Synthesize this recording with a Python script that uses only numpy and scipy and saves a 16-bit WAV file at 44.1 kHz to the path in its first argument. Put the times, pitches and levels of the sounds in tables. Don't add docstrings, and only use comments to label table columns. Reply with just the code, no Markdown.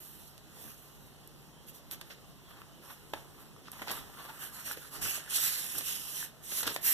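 import sys
import numpy as np
from scipy import signal
from scipy.fft import rfft, irfft
from scipy.io import wavfile
from scipy.ndimage import uniform_filter1d

SR = 44100
rng = np.random.default_rng(int(sys.argv[2]) if len(sys.argv) > 2 else 0)


def log_audio(samples):
    frames = np.atleast_2d(samples).T
    limited = np.clip(frames, -1, 1)
    pcm = np.round(limited * 32767).astype(np.int16)
    wavfile.write(sys.argv[1], SR, pcm)


N = 305613
TIME = np.arange(N) / SR
BINS_HZ = np.fft.rfftfreq(N, 1 / SR)

# start_s, rise_s, length_s, paper_db, card_db
STROKES = [(0, 0.0008, 0.3, -49, -84), (0.468, 0.18, 0.26, -49, -63.5), (0.763, 0.016, 0.32, -57, -76),
           (1.655, 0.039, 0.044, -48, -78), (1.722, 0.032, 0.061, -53.5, -69),
           (1.903, 0.018, 0.034, -39.5, -60), (2.025, 0.072, 0.11, -59, -62),
           (2.454, 0.045, 0.15, -64.5, -55.5), (2.799, 0.062, 0.14, -53, -56), (2.95, 0.02, 0.2, -61, -65),
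           (3.133, 0.018, 0.21, -64, -59), (3.294, 0.19, 0.13, -58, -52.5), (3.71, 0.018, 0.88, -55, -53),
           (3.723, .008, 0.013, -50, -61), (3.845, 0.071, 0.14, -43, -45.5),
           (4.006, 0.26, 0.57, -53.5, -50.5), (4.369, 0.065, 0.099, -43.5, -47.5),
           (4.498, 0.056, 0.14, -49.5, -51.5), (4.634, 0.038, 0.094, -40.5, -47.5),
           (4.759, 0.013, 0.12, -51.5, -54.5), (4.891, 0.074, 0.071, -43.5, -43.5),
           (5.007, 0.017, 0.16, -37.5, -46.5), (5.183, 0.025, 0.18, -56, -52),
           (6.404, 0.071, 0.1, -45.5, -66), (6.454, 0.13, 0.16, -31.5, -73), (6.639, 0.061, 0.12, -39, -60),
           (6.798, 0.098, 0.15, -26, -69)]
# time_s, level_db
PULL = [(5.27, -74), (5.302, -43), (5.362, -32.5), (5.412, -37.5), (5.448, -34), (5.57, -39), (5.7, -44),
        (5.82, -45), (5.89, -39), (6.014, -47), (6.146, -43.5), (6.182, -40.5), (6.25, -44), (6.33, -77)]
# time_s, gain_db
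SHEET_CONTACT = [(0, -3.5), (4.0, 0), (5.1, 4.5), (5.9, 3.5), (6.93, -3)]
# frequency_hz, relative_density_db
SHEET_SPECTRUM = [(300, -14), (900, -25.5), (1500, -10), (2000, -1), (2800, 3.5), (5000, -1.5), (6300, 2.5),
                  (9500, 3.5), (12000, 4.5), (15000, -3)]
FIZZ_SPECTRUM = [(1000, -15.5), (5000, -32), (9000, -7), (12700, 7), (14500, 0)]
SNAP_SPECTRUM = [(400, -23.5), (1500, -9.5), (3500, 2), (6000, -0.5), (9000, 1), (12500, 8), (15000, -4.5)]
CARD_SPECTRUM = [(80, -4), (280, -2.5), (560, 1.5), (850, -3.5), (1150, -3), (1900, -1.5), (3500, -5.5),
                 (6000, -17.5), (14000, -19)]
ARM_SPECTRUM = [(40, -11), (75, -3), (150, -4), (300, -10.5), (1000, -25)]
AIR_SPECTRUM = [(38, -55), (50, 19), (72, -5), (150, 5), (220, -0.5), (450, -5), (1000, -12.5), (1800, -21),
                (3000, -14.5), (5000, -20), (9000, -22), (14000, -28.5)]
# time_s, pitch_hz
HOLLOW_PITCH = [(3.9, 1130), (4.7, 1470), (5.4, 1640), (6.2, 1330)]
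# start_s, length_s, level_db
HEAVES = [(0.413, 0.37, -55), (3.13, 0.11, -55), (3.687, 0.48, -51.5), (4.93, 0.19, -46),
          (5.738, 0.075, -44.5), (6.622, 0.11, -44)]
# pitch_hz, level_db
HUM_TONES = [(51, -68.5), (147, -66.5)]
# start_s, knock_db, snap_db, decay_s, snap_tilt_db_per_octave
TAPS = [(0.379, -71, -58, 0.0012, -3), (1.275, -78, -50, 0.0009, 9), (1.912, -65, -44.5, 0.00071, -2),
        (2.012, -67, -46, 0.0024, -5), (3.135, -38.5, -58, 0.0028, 5), (3.717, -62, -44, 0.0012, 6),
        (3.8175, -40.5, -54, 0.006, 4), (3.912, -41.5, -35.5, 0.0051, 3), (5.781, -46, -30, 0.0053, 3),
        (5.808, -54, -46, 0.002, -6), (6.63, -40, -37.5, 0.0044, -3), (6.667, -50, -34, 0.0047, -2),
        (6.6753, -47, -33.5, 0.0024, -5.5), (6.762, -43.5, -39.5, 0.0016, -6.5)]
# pitch_hz, bandwidth_hz, relative_peak_db
JACKET_MODES = [(298, 51, 16), (450, 47, 12), (840, 41, 14), (1190, 110, 9), (1670, 99, 3)]
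# start_s, pitch_hz, level_db
CATCHES = [(0.68, 1590, -47), (2.617, 1210, -39), (3.136, 874, -28.5), (3.563, 1330, -46.5),
           (3.683, 1250, -39.5), (3.874, 900, -34.5), (4.678, 1500, -35.5), (4.712, 1430, -29.5),
           (4.772, 474, -39), (4.952, 1390, -42), (5.06, 1450, -35), (5.178, 606, -38.5),
           (5.753, 1390, -40), (6.227, 1720, -30.5), (6.608, 1500, -35), (6.657, 1520, -37),
           (6.67, 302, -34.5)]
# start_s, length_s, pitch_hz, level_db
SQUEAKS = [(1.52, .14, 3120, -70), (2.41, .17, 3250, -68), (2.69, .12, 3050, -69), (4.283, .04, 880, -55)]
# start_s, length_s, level_db
SCUFFS = [(1.923, 0.028, -52), (2.097, 0.036, -49), (2.81, 0.022, -62), (3.635, 0.075, -56),
          (3.863, 0.067, -41), (5.035, 0.063, -43), (6.51, 0.021, -43.5), (6.634, 0.1, -40)]
# frequency_hz, t60_s
ROOM_DECAY = [(150, 0.22), (4000, 0.27), (13000, 0.032)]
# frequency_hz, coherence
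MIC_COHERENCE = [(60, -0.025), (140, 0.24), (280, 0.4), (550, 0.67), (1100, 0.078), (2400, 0.24),
                 (5000, -0.045)]
# frequency_hz, share
CROSSFEED = [(100, 0.34), (400, 0.026), (1100, 0.97), (2300, 1), (3400, 0.21), (4700, 0.78), (7000, 0.18),
             (10000, 0.083), (14000, 0.025)]


def amp(db):
    return 10 ** (np.asarray(db) / 20)


def unit(x):
    return x / np.sqrt(np.mean(x ** 2) + 1e-20)


def over_hz(points, hz):
    f, value = np.transpose(points)
    return np.interp(np.log(hz + 1), np.log(f + 1), value)


def convolve(x, response):
    return signal.oaconvolve(x, np.atleast_2d(response), axes=1)[:, :N]


def butterworth(x, hz, kind="high", order=1):
    return signal.sosfilt(signal.butter(order, hz, kind, fs=SR, output="sos"), x)


def minimum_phase(spectrum):
    log_gain = np.log(amp(over_hz(spectrum, abs(np.fft.fftfreq(2048, 1 / SR)))))
    response = np.fft.ifft(np.exp(np.conj(signal.hilbert(log_gain)))).real[:1024]
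    return response / np.linalg.norm(response)


def hiss(spectrum, patch_db, patch_bins):
    hz, _, z = signal.stft(rng.standard_normal((2, N)), SR, nperseg=2048)
    patches = uniform_filter1d(rng.standard_normal(z.shape[1:]), size=patch_bins, axis=0)
    patches = unit(uniform_filter1d(patches, size=5, axis=1))
    z *= amp(over_hz(spectrum, hz)[:, None] + patch_db * np.clip(patches, -2, 2))
    return unit(signal.istft(z, SR, nperseg=2048)[1][:, :N])


def flutter(depth_db, samples):
    return unit(amp(depth_db * unit(uniform_filter1d(rng.standard_normal(N), samples))))


def grains(per_s, spread_db):
    sizes = amp(spread_db * np.minimum(rng.exponential(1, N), 4)) * (rng.random(N) < per_s / SR)
    return unit(sizes * rng.standard_normal((2, N)))


def swell(start, length):
    return np.sin(np.pi * np.clip((TIME - start) / length, 0, 1))


def stroke(start, rise, length, sag_db_per_s=20.5):
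    t = TIME - start
    speed_up = np.sin(np.pi / 2 * np.clip(t / rise, 0, 1)) ** 2
    stop_db_per_s = 230 + 17.5 / length
    loss_db = sag_db_per_s * np.maximum(t - rise, 0) + stop_db_per_s * np.maximum(t - length, 0)
    return speed_up * amp(-loss_db)


def friction():
    pull_db, grip_db = (2.5, -14), (-67, -67)
    shapes = [stroke(*row[:3]) for row in STROKES]
    pull = amp(np.interp(TIME, *np.transpose(PULL), left=-120, right=-120))
    shapes += [pull, flutter(depth_db=1.0, samples=5000)]
    levels_db = [row[3:] for row in STROKES] + [pull_db, grip_db]
    return np.sqrt(amp(levels_db).T ** 2 @ np.array(shapes) ** 2)


def paper_sliding(gain):
    contact = amp(np.interp(TIME, *np.transpose(SHEET_CONTACT)) - 2.5)
    sheet = hiss(SHEET_SPECTRUM, patch_db=2.5, patch_bins=32) * contact
    fizz = hiss(FIZZ_SPECTRUM, patch_db=2.5, patch_bins=32) * amp(-0.5)
    crackle = convolve(grains(per_s=820, spread_db=-3.0), minimum_phase(SNAP_SPECTRUM)) * amp(-20)
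    unsteady_hand = flutter(depth_db=0.9, samples=1400)
    return (sheet + fizz + crackle) * unsteady_hand * flutter(depth_db=1.1, samples=130) * gain


def hollow_resonance(x, hz, width_hz=660):
    carrier = np.exp(2j * np.pi * np.cumsum(hz) / SR)
    pole = np.exp(-np.pi * width_hz / SR)
    return 2 * (carrier * signal.lfilter([1 - pole], [1, -pole], x / carrier)).real


def card_rubbing(gain):
    slips = rng.standard_normal((2, N)) * flutter(depth_db=3.5, samples=600)
    panel = unit(convolve(butterworth(slips, hz=690), minimum_phase(CARD_SPECTRUM)))
    drive = slips + grains(per_s=200, spread_db=0.8)
    hz = np.interp(TIME, *np.transpose(HOLLOW_PITCH)) * flutter(depth_db=1.27, samples=1200)
    hollow = unit(hollow_resonance(hollow_resonance(drive, hz), hz))
    return (amp(-5.5) * panel + amp(-10) * hollow) * gain


def arm_rumble(rest_db=-62):
    heaves = sum(amp(db) * swell(start, length) for start, length, db in HEAVES)
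    return hiss(ARM_SPECTRUM, patch_db=3.5, patch_bins=10) * np.hypot(amp(rest_db), heaves)


def background():
    drift = unit(uniform_filter1d(rng.standard_normal((2, N)), size=12000, axis=1))
    hum = sum(amp(db) * unit(np.sin(2 * np.pi * hz * TIME + drift)) for hz, db in HUM_TONES)
    return amp(-58) * hiss(AIR_SPECTRUM, patch_db=1.8, patch_bins=10) + hum


def jacket(force, ring_db):
    t = np.arange(4096) / SR
    ring = sum(amp(db) * width * np.exp(-np.pi * width * t) * np.cos(2 * np.pi * hz * t)
               for hz, width, db in JACKET_MODES)
    response = amp(ring_db) * ring / np.linalg.norm(ring)
    response[:1024] += minimum_phase(CARD_SPECTRUM)
    return convolve(force, response / np.linalg.norm(response))


def tapping(push_s=0.00024, flick_s=0.0012):
    knocks, snaps = np.zeros((2, 2, N + 4096))
    t = np.arange(2048) / SR
    push = t * np.exp(-t / push_s)
    for start, knock_db, snap_db, decay, tilt in TAPS:
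        chatter = rng.standard_normal((2, len(t))) * np.sqrt(t) * np.exp(-t / decay)
        chatter /= np.linalg.norm(chatter, axis=1, keepdims=True)
        tick = signal.unit_impulse(len(t), 12) * flick_s / (flick_s + decay)
        tilted = [(hz, db + tilt * np.log2(hz)) for hz, db in SNAP_SPECTRUM]
        snap = convolve(chatter + tick, minimum_phase(tilted))
        span = slice(round(start * SR), round(start * SR) + len(t))
        knocks[:, span] += amp(knock_db) * (chatter + amp(-2) * push / push.sum())
        snaps[:, span] += amp(snap_db) * snap[:, :len(t)]
    knocks = butterworth(knocks, hz=130)
    blows = jacket(knocks, ring_db=-16.5) + snaps[:, :N]
    return blows * np.sqrt(SR / 100)


def catching(decay_cycles=1.8):
    pops, slips = np.zeros((2, N))
    for start, hz, db in CATCHES:
        cycles = np.maximum(TIME - start, 0) * hz
        envelope = amp(db) * (1 - np.exp(-2 * cycles)) * np.exp(-np.minimum(cycles / decay_cycles, 20))
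        pops += envelope * np.sin(2 * np.pi * cycles)
        slips += envelope
    return pops + amp(-0.5) * jacket(slips * rng.standard_normal((2, N)), ring_db=-8)


def squeaking():
    waver = 1 + 0.04 * unit(uniform_filter1d(rng.standard_normal(N), size=130))
    warped_time = np.cumsum(waver) / SR
    return sum(amp(db) * swell(start, length) * unit(np.sin(2 * np.pi * hz * warped_time))
               for start, length, hz, db in SQUEAKS)


def scuffing():
    drag = rng.standard_normal((2, N))
    rasp = butterworth(drag, hz=[900, 4700], kind="band", order=2)
    shudder = butterworth(drag, hz=[230, 700], kind="band", order=2)
    envelope = sum(amp(db) * swell(start, length) for start, length, db in SCUFFS)
    return (unit(rasp) + amp(-6.5) * unit(shudder)) * flutter(depth_db=3.5, samples=80) * envelope


def directivity(x, right_over_left_db=6.5):
    gains = amp(np.array([[-right_over_left_db], [right_over_left_db]]) / 2)
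    return x + butterworth(x, hz=3630) * (unit(gains) - 1)


def reverberation(x, level_db=-11):
    hz, t, z = signal.stft(rng.standard_normal((2, SR // 2)), SR, nperseg=256)
    decay = amp(-60 * t / over_hz(ROOM_DECAY, hz)[:, None])
    tail = signal.istft(z * decay, SR, nperseg=256)[1]
    tail[:, :180] = 0
    return amp(level_db) * convolve(x, tail / np.linalg.norm(tail[0]))


def scene():
    paper, card = friction()
    rubs = paper_sliding(paper) + card_rubbing(card) + scuffing() + squeaking()
    handling = directivity(rubs + catching() + arm_rumble() + tapping())
    left, right = rfft(handling + reverberation(handling) + background() * amp([[-.8], [.8]]))
    coherence = over_hz(MIC_COHERENCE, BINS_HZ)
    mid = (left + right) / 2 * np.sqrt(1 + coherence)
    side = (left - right) / 2 * np.sqrt(1 - coherence)
    return irfft(np.array([mid + side, mid - side]), N)


def record(dry, delay_s=0.000429, cutoff_hz=14300):
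    spectrum = rfft(dry)
    share = np.clip(over_hz(CROSSFEED, BINS_HZ), 0, .94)
    opposite = spectrum[::-1] * np.exp(-2j * np.pi * BINS_HZ * delay_s)
    fade_in = np.minimum(TIME / .004, 1) ** 2
    wide = fade_in * irfft(spectrum - share * opposite, N)
    low_pass = signal.firwin(1023, cutoff_hz, window=("kaiser", 9), fs=SR)
    return signal.oaconvolve(wide, low_pass[None], "same")


dry = scene()
out = record(dry)
log_audio(out)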